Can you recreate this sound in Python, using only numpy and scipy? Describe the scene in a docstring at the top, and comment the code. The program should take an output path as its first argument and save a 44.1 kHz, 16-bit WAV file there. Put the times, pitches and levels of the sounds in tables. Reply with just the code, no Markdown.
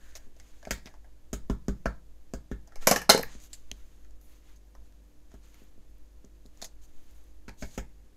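"""Ink pad and stamp on a desk

An ink pad is dabbed on a stamp block lying on a wooden desk, then dropped aside, where its plastic case
bounces; the block is lifted, pressed on paper, peeled off and set down. Blows drive resonant bodies with
chatter and dying noise; fingers tick through sharp resonances, sleeves rustle as band-limited noise. A small
quiet room adds mains hum and echoes; the microphone stands on the desk and feels its low modes thump."""
import sys
import numpy as np
from scipy import signal
from scipy.fft import rfft, irfft
from scipy.io import wavfile

SR = 44100
rng = np.random.default_rng(int(sys.argv[2]) if len(sys.argv) > 2 else 0)


def wrap_up_sound(samples):
    """Save the sound to the file named by the first command line argument, as 16-bit audio."""
    columns = np.atleast_2d(samples).T
    # keep every value between -1 and 1, then stretch to whole-number steps
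    tamed = np.clip(columns, -1, 1)
    steps = np.round(tamed * 32767).astype(np.int16)
    wavfile.write(sys.argv[1], SR, steps)


N = 359856   # samples

# Soft blows through the pad or the block into the desk. Each row: start in seconds, knock, middle and crack
# levels in dB, ringing share in dB, struck spot in Hz, desk shake in dB. Body levels are added to the first three.
DAB_BLOWS = [(0.3659, -54.5, -77, -49, -10, 545, -70), (0.6717, -33.5, -50, -42, -7.5, 580, -40),
             (0.7087, -36.5, -25.5, -13.5, -8, 1860, -30), (0.7792, -50, -66, -45, -7, 1540, -53),
             (1.3305, -39.5, -42.5, -27, -2.5, 590, -29.5), (1.3333, -42, -53, -31.5, -12, 6600, -60),
             (1.4987, -27, -36, -34.5, -6, 627, -21), (1.6832, -30, -32, -26.5, -13.5, 590, -23),
             (1.8574, -29.5, -27.5, -32.5, -4, 637, -23.5), (2.3368, -32.5, -39, -29.5, -9.5, 520, -31.5),
             (2.5145, -56, -40.5, -43.5, -3.5, 493, -28.5), (3.3512, -55, -58, -44, -14, 703, -44.5),
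             (5.3404, -60.5, -65, -57.5, 1, 564, -44.5), (6.244, -62.5, -75.5, -60, -8, 503, -47),
             (6.4551, -77, -80, -53, -5.5, 521, -47)]
# The pad's case lands, bounces and rocks to rest. Each row: the same columns and units as the dabs.
CASE_BOUNCES = [(2.7573, -54, -45.5, -49, -5, 433.6, -92), (2.8233, -54.5, -44, -58, -1, 1850, -74.5),
                (2.871, -16.5, -15.5, -12, -1, 700, -42), (2.9117, -18, -15.5, -16.5, -2.5, 535, -39),
                (2.9604, -37, -25, -26, -0.5, 1700, -49.5), (3.0165, -45, -38, -39.5, -2, 1700, -68),
                (3.0932, -18, -13.5, -21, 0, 1050, -39), (3.0978, -19, -10.5, -8, -2.5, 4162, -44.5),
                (3.1456, -20, -25, -28, -8, 453, -42.5), (3.1757, -32, -30, -30.5, -5, 470, -56),
                (3.1932, -33.5, -40, -36, -10, 455, -50), (3.2115, -45, -45, -46, -22, 12600, -67),
                (3.2294, -45, -55, -36, -22, 12300, -79), (3.2334, -55, -27.5, -47, -22, 1740, -81)]
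# The block is set down on the paper. Each row: the same columns and units as the dabs.
BLOCK_SET_DOWNS = [(7.4808, -54, -47, -42.5, -2.5, 910, -37.5),
                   (7.6234, -41.5, -42, -39, -6.5, 2170, -30.5),
                   (7.7773, -44.5, -40.5, -32.5, -7, 2370, -29)]
# Resonances of the stamp block, each a crowd of close modes. Each row: centre in Hz, width in Hz, level in dB,
# t60 in seconds before the contact's ring share.
BLOCK_RESONANCES = [(426.2, 250, 7, 0.0255), (670.5, 120, 9, 0.036), (912, 120, -0.5, 0.064),
                    (1322, 180, -1.5, 0.17), (1612, 220, 3.5, 0.099), (1900, 400, 1.5, 0.022),
                    (2130, 240, 0, 0.014), (3650, 2250, -5.5, 0.15), (4370, 1140, -3.5, 0.11),
                    (6550, 1600, -0.5, 0.087), (8400, 2000, -1, 0.04), (11600, 4500, 4, 0.076)]


def from_db(db):
    """Decibels are twenty times the logarithm of an amplitude ratio."""
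    return 10 ** (np.asarray(db) / 20)


def rms_one(x):
    """Normalization to unit effective value."""
    return x / np.sqrt(np.mean(x ** 2) + 1e-20)


def at_hz(points, hz):
    """Interpolation along logarithmic frequency."""
    points = np.array(points)
    return np.interp(np.log(np.maximum(hz, 1)), np.log(points[:, 0]), points[:, 1])


def band(x, low_hz, high_hz):
    """Band-pass filtering keeps one range of a spectrum."""
    edges_hz = [low_hz, min(high_hz, .45 * SR)]
    return signal.sosfilt(signal.butter(2, edges_hz, "band", fs=SR, output="sos"), x)


def drift(rate_hz):
    """Low-passed noise makes a slow random fluctuation of rms 1."""
    hz = np.fft.rfftfreq(N, 1 / SR)
    spectrum = rfft(rng.standard_normal(N)) / (1 + (hz / rate_hz) ** 2)
    return rms_one(irfft(spectrum, N))


def decay(t60, size):
    """Exponential damping: the level falls 60 dB in t60 seconds."""
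    return from_db(-60 * np.arange(size) / SR / max(t60, .001))


def resonance(x, hz, width_hz):
    """A damped resonator: two poles set pitch and bandwidth, with gain 1 at the peak."""
    r = np.exp(-np.pi * width_hz / SR)   # pole radius
    zeros = [(1 - r * r) / 2, 0, (r * r - 1) / 2]
    poles = [1, -2 * r * np.cos(2 * np.pi * hz / SR), r * r]
    return signal.lfilter(zeros, poles, x)


def add(out, s, sound):
    """Superposition: a sound starting at s seconds is summed into the mix."""
    at = round(s * SR)
    out[at:at + len(sound)] += sound[:N - at]


def hum():
    """Mains hum is a sum of sine lines, each wavering a little in level and phase."""
    # Each row: frequency in Hz, mean level in dB rms.
    lines = [(49.8, -57), (199.2, -84), (249, -82.5), (299, -73.5), (346, -80), (398.5, -86), (498.5, -81),
             (598, -87)]
    t = np.arange(N) / SR
    out = np.zeros(N)
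    for hz, db in lines:
        amplitude = np.sqrt(2) * from_db(db + 1.1 * drift(2.5))
        out += amplitude * np.sin(2 * np.pi * hz * t + 0.2 * drift(1.5))
    return out


def room_tone():
    """Stationary room noise is white noise shaped by a spectral density."""
    # Each row: frequency in Hz, relative density in dB per Hz.
    density = [(20, -6), (38, -8.5), (62, -12.5), (85, -15), (100, -20.5), (230, -20.5), (330, -24),
               (600, -27.5), (1600, -40.5), (3500, -41.5), (6700, -40.5), (9000, -45.5), (13000, -45),
               (16000, -56.5)]
    hz = np.fft.rfftfreq(N, 1 / SR)
    shaped = irfft(rfft(rng.standard_normal(N)) * from_db(at_hz(density, hz)), N)
    return from_db(-63.5) * rms_one(shaped)


def desk_sway():
    """Forced motion below 12 Hz: the desk sways under the arms, as narrow noise of varying level."""
    # Each row: time in seconds, level in dB.
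    course = [(0.0, -39.5), (0.75, -50), (1.77, -40.5), (2.57, -49), (2.79, -34), (3.09, -53),
              (3.29, -31.5), (3.41, -53.5), (3.68, -41), (4.7, -54), (7.34, -44), (8.16, -53)]
    s, db = np.transpose(course)
    motion = band(band(rng.standard_normal(N), 0.96, 12), 0.96, 12)
    return from_db(np.interp(np.arange(N) / SR, s, db)) * rms_one(motion)


def swells(rows, column, rest_db):
    """Powers of incoherent strokes add over a resting level; each rises to its peak, fades and stops."""
    fade_db = 8.5   # a stroke is twice this below its peak at one rise or fall time away
    t = np.arange(N) / SR
    power = from_db(rest_db) ** 2
    for row in rows:
        s, rise, fall = row[:3]
        away = np.where(t < s, (s - t) / rise, (t - s) / fall)
        level_db = row[column] - fade_db * (away + np.minimum(away, 2) ** 6)
        power = power + from_db(level_db) ** 2
    return np.sqrt(power)


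def rubbing():
    """Friction makes grainy noise in three separately patchy ranges, and excites the hollow case."""
    # Strokes of skin, cloth and paper. Each row: strongest moment, rise and fall in seconds, then middle,
    # treble and top levels in dB, before the patchiness.
    strokes = [(0.06, 0.1, 0.24, -67.5, -67.5, -75), (0.165, 0.015, 0.021, -60, -53, -58),
               (0.46, 0.12, 0.33, -69.5, -69.5, -79), (0.73, 0.085, 0.063, -63, -69, -78),
               (0.89, 0.12, 0.07, -81, -71.5, -85), (1.72, 0.15, 0.25, -84, -80, -88),
               (2.83, 0.022, 0.045, -54, -55, -64), (2.86, 0.084, 0.032, -67, -65, -70),
               (3.32, 0.078, 0.094, -60, -58.5, -80), (3.44, 0.048, 0.046, -65.5, -57.5, -63),
               (3.54, 0.056, 0.085, -68, -63.5, -71), (3.8, 0.25, 0.28, -70.5, -72.5, -78),
               (4.24, 0.037, 0.095, -82.5, -73.5, -69.5), (4.33, 0.08, 0.09, -69, -71, -74.5),
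               (4.5, 0.09, 0.068, -67, -72, -77), (4.86, 0.044, 0.038, -75, -77, -89),
               (5.32, 0.02, 0.087, -71, -76.5, -85.5), (5.45, 0.04, 0.17, -70, -70, -79),
               (5.6, 0.14, 0.12, -68.5, -73.5, -77), (6.63, 0.11, 0.11, -69.5, -68.5, -77),
               (6.84, 0.025, 0.025, -73.5, -64, -69), (7.1, 0.3, 0.27, -72, -73, -76.5),
               (7.62, 0.046, 0.11, -74, -55.5, -66), (7.755, 0.058, 0.028, -63, -56.5, -66)]
    # Fingers shift on the hollow pad case. Each row: strongest moment, rise and fall in seconds, level in dB.
    handling = [(0.06, 0.076, 0.23, -64.5), (0.72, 0.11, 0.075, -63.5), (0.9, 0.08, 0.085, -67.5),
                (2.86, 0.19, 0.02, -64.5), (3.24, 0.02, 0.069, -68)]
    # Faint rustle between strokes: middle, treble, top and hollow levels in dB.
    rest_db = (-80.5, -81.5, -84, -88)
    patchy_db, patch_hz = 1.26, 35
    grains = from_db(3.4 * rng.standard_normal(N))
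    gains = []
    for k in range(3):
        patches = from_db(patchy_db * drift(patch_hz))
        gains.append(swells(strokes, 3 + k, rest_db[k]) * patches)
    middle, treble, top = gains
    out = middle * rms_one(band(grains * rng.standard_normal(N), 350, 3400))
    hiss = grains * rng.standard_normal(N)
    out += treble * rms_one(band(hiss, 3100, 7600) + from_db(2.5) * band(hiss, 5800, 7000))
    out += top * rms_one(band(grains * rng.standard_normal(N), 10000, 14500))
    hollow = swells(handling, 3, rest_db[3])
    # handling makes the case hum
    return out + hollow * rms_one(resonance(grains * rng.standard_normal(N), 1700, 220))


def chatter(t60, spread_db, size):
    """Uneven micro-contacts form one blow: a dying run of clicks of very unlike size."""
    clicks = from_db(spread_db * rng.standard_normal(size)) * rng.choice([-1, 1], size)
    clicks[0] = from_db(12.0)   # a strong first touch
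    return clicks * decay(t60, size)


def blows(events, kind, body, level_db):
    """Impact excitation: chatter sounds through a body's resonances, whose crowded modes ring as dying noise."""
    # Where the knock, middle, crack and top levels apply, in Hz.
    band_hz = (600, 1600, 5200, 12000)
    chatter_follows = 0.24   # share of the ringing dB by which a damped contact is also shorter
    # width over pitch; shares of the damping dB by which the spot widens and stands out
    spot_width, spot_widens, spot_gains = 0.073, 0.23, .3
    size = 12288
    out = np.zeros(N)
    top_db, t60, spot_db, ring_share = kind
    for s, low_db, mid_db, high_db, ring_db, spot_hz, *_ in events:
        hardness = list(zip(band_hz, (low_db, mid_db, high_db, high_db + top_db)))
        contact = chatter(t60 * from_db(chatter_follows * ring_db), 4.4, size)
        ringing = from_db(ring_db) * rng.standard_normal(size)
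        # a spot above the crack's frequency is as strong as the crack
        lift_db = at_hz(hardness, min(spot_hz, band_hz[2])) - at_hz(hardness, spot_hz)
        spot_width_hz = spot_width * spot_hz * from_db(-spot_widens * ring_db)
        spot = (spot_hz, spot_width_hz, spot_db + lift_db - spot_gains * ring_db, .07)
        chance_db = 1.5 * rng.standard_normal(len(body) + 1)
        # the struck spot lends its own pitch
        for k, (hz, width_hz, db, ring_t60) in enumerate(body + [spot]):
            gain_db = db + at_hz(hardness, hz) + level_db + chance_db[k]
            gain = from_db(gain_db) * np.sqrt(SR / width_hz)   # offsets the power lost in a narrow band
            force = contact + ringing * decay(ring_share * ring_t60, size)
            add(out, s, (-1) ** k * gain * resonance(force, hz, width_hz))
    return out


def finger_ticks():
    """Light contacts excite the resonances of small edges: nails, plastic and sticky ink tick."""
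    # Each row: start in seconds, knock, middle and crack levels in dB before the body level,
    # ringing share in dB, struck spot in Hz.
    tick_events = [(0.153, -55.5, -52, -42, 4.5, 5700), (0.399, -59, -48.5, -44, -6, 2120),
                   (0.6285, -46.5, -51, -50, -8, 1570), (0.652, -47.5, -36, -42, -9, 2270),
                   (0.8584, -63, -44, -42.5, -7, 930), (0.8654, -37.5, -42, -54, -16, 1560),
                   (0.8714, -61, -45, -47, -2, 1860), (0.9404, -54, -63, -60, -1.5, 861),
                   (1.0444, -53.5, -57, -79, -4, 1440), (2.6743, -62, -76, -53, 0.5, 825),
                   (2.7215, -57.5, -59, -59, -2.5, 1310), (3.4017, -61, -52.5, -48, -15, 6900),
                   (3.531, -64.5, -49, -33.5, -3, 7200), (3.7151, -45.5, -36, -24, -31, 3330),
                   (4.0474, -72, -56.5, -61.5, -9.5, 1350), (4.1084, -74, -76.5, -56, -9, 884),
                   (4.2132, -78, -76, -58, -7.5, 12700), (4.56, -76, -75, -49.5, -10, 6470),
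                   (4.7511, -52, -50, -58, -9, 923), (4.9234, -68.5, -69, -59, -19, 1490),
                   (5.3178, -54, -67, -55.5, -12.5, 1297), (5.5434, -62, -51.5, -54, -12, 12000),
                   (5.6394, -73, -75, -66, -5, 12800), (5.9827, -75.5, -78, -64, -18.5, 12500),
                   (6.2482, -61, -69, -50.5, -16, 931), (6.4612, -62, -78, -46.5, -18, 6830),
                   (6.574, -63, -71, -54, -16, 816), (6.6167, -57.5, -49, -32.5, -2, 6790),
                   (6.6247, -40.5, -47, -35.5, -7, 4300), (6.6436, -56.5, -51.5, -30, -1, 6270),
                   (7.11, -75, -72, -61, -18, 12200), (7.24, -78, -78, -65, -17.5, 11800),
                   (7.4932, -51, -46.5, -39.5, -18, 2400)]
    # Shared by all ticks: top over crack in dB, chatter t60 in seconds before the damping,
    # spot level in dB before the damping, share of the body's ring time.
    contact_kind = (-18.5, .009, -0.5, 1.09)
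    # Each row: centre in Hz, width in Hz, level in dB, t60 in seconds before the ring share.
    edge_resonances = [(640, 165, 4, 0.15), (1870, 660, 5, 0.058), (2177, 3300, 2, 0.043),
                       (3460, 450, -3.5, 0.012), (4985, 1100, -7.5, 0.086), (6670, 1100, 7, 0.021),
                       (9700, 5200, 5, 0.034), (12600, 6500, 11, 0.041)]
    return blows(tick_events, contact_kind, edge_resonances, level_db=-10)


def rings(modes):
    """Free vibration: each mode is one exponentially dying sine."""
    size = SR // 2
    t = np.arange(size) / SR
    return np.array([from_db(db) * np.sin(2 * np.pi * hz * t) * decay(t60, size) for hz, db, t60 in modes])


def thumps():
    """Modal response: the desk's low modes swing down, felt through the stand; its higher modes thud in air."""
    # Low and higher desk modes. Each row: frequency in Hz, level in dB, t60 in seconds.
    low_modes = [(51.4, 0.5, 0.21), (95, -11.5, 0.16), (124, -14.5, 0.13)]
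    high_modes = [(198.4, -5.5, 0.16), (234, 4, 0.04), (255.8, -10.5, 0.04), (330, -6, 0.052),
                  (391.5, -9, .08)]
    # A hand or wrist bumps the desk. Each row: start in seconds, desk shake in dB.
    bumps = [(0.269, -51.5), (0.858, -45), (3.715, -42), (5.619, -50.5), (5.779, -50), (6.623, -48)]
    lag_s = 0.0085   # the low modes reach the stand late
    swing, thud = -rings(low_modes).sum(axis=0), rings(high_modes)
    # the desk never rests: a shiver 5 Hz wide at its lowest mode
    felt = from_db(-60) * rms_one(resonance(rng.standard_normal(N), low_modes[0][0], 5))
    heard = np.zeros(N)
    # each pair: events, desk thud over desk shake in dB
    for events, thud_db in ((DAB_BLOWS, -3), (BLOCK_SET_DOWNS, -4.5), (CASE_BOUNCES, 17.5), (bumps, -4)):
        for s, *_, shake_db in events:
            add(felt, s + lag_s, from_db(shake_db) * swing)
            mode_db = shake_db + thud_db + 2.0 * rng.standard_normal(len(thud))
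            add(heard, s, from_db(mode_db) @ thud)
    # the air carries little bass
    return signal.sosfilt(signal.butter(2, 150, "high", fs=SR, output="sos"), heard), felt


def pad_dabs():
    """Soft impact: the block's resonances answer short, damped blows of the ink pad."""
    # Columns as for the ticks: top over crack in dB, chatter t60 in seconds, spot level in dB, ring share.
    contact_kind = (-18, 0.0019, -2, 0.87)
    return blows(DAB_BLOWS, contact_kind, BLOCK_RESONANCES, level_db=-9)


def case_bounces():
    """Repeated impact: the hollow plastic case rings at each landing."""
    # Columns as for the ticks: top over crack in dB, chatter t60 in seconds, spot level in dB, ring share.
    contact_kind = (-8, .022, 0.5, 0.97)
    # Each row: centre in Hz, width in Hz, level in dB, t60 in seconds before the ring share.
    case_resonances = [(480.3, 66, 1.5, 0.12), (686, 100.2, 5, 0.08), (857.4, 120, 4.5, 0.069),
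                       (1050, 120, -2, .13), (1310, 300, -0.5, 0.14), (1791, 540, 1.5, 0.12),
                       (2271, 380, -1.5, .1), (2930, 160, -10, 0.18), (4170, 1100, -3, 0.041),
                       (4920, 360, -5.5, 0.035), (5020, 560, -0.5, 0.11), (6280, 690, 2.5, 0.13),
                       (7600, 1000, 0, 0.089), (9950, 1400, 1.5, 0.086), (12000, 870, 4, 0.11),
                       (14800, 1100, -8.5, 0.065)]
    return blows(CASE_BOUNCES, contact_kind, case_resonances, level_db=-11.0)


def block_set_downs():
    """Damped impact: the block meets the paper with long chatter and shortened ringing."""
    # Columns as for the ticks: top over crack in dB, chatter t60 in seconds, spot level in dB, ring share.
    contact_kind = (-24, 0.11, -9.5, 0.32)
    return blows(BLOCK_SET_DOWNS, contact_kind, BLOCK_RESONANCES, level_db=-11)


def room(x):
    """Diffuse reverberation: convolution with octave bands of noise, each dying at its own rate."""
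    # Each row: frequency in Hz, t60 in seconds.
    reverberation = [(100, 0.44), (300, 0.21), (1000, 0.25), (4000, 0.23), (12000, 0.17)]
    size = 20000
    white = rng.standard_normal(size)
    tail = np.zeros(size)
    for hz in 125 * 2 ** np.arange(8):
        octave = band(white, hz / np.sqrt(2), hz * np.sqrt(2))
        tail += octave * decay(at_hz(reverberation, hz), size)
    tail[:round(.003 * SR)] = 0   # the first walls are a step away
    return signal.fftconvolve(x, tail / np.sqrt(np.sum(tail ** 2)))[:N]


def scene():
    """Superposition of the direct sounds, their echoes and the desk motion, as one channel."""
    thuds, felt = thumps()
    knocks = pad_dabs() + block_set_downs() + case_bounces() + thuds
    ticks = finger_ticks()
    echoes = room(from_db(-9) * knocks + from_db(-22) * ticks)
    background = room_tone() + desk_sway()
    return (knocks + ticks + echoes + felt + background + rubbing() + hum())[None]


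def record(dry):
    """Saturation rounds the peaks; a steep low-pass, 90 dB down from 16400 Hz, cuts the top."""
    rounded = .75 * np.tanh(dry / .75)
    return signal.sosfilt(signal.cheby2(20, 90, 16400, fs=SR, output="sos"), rounded)


dry = scene()
out = record(dry)
wrap_up_sound(out)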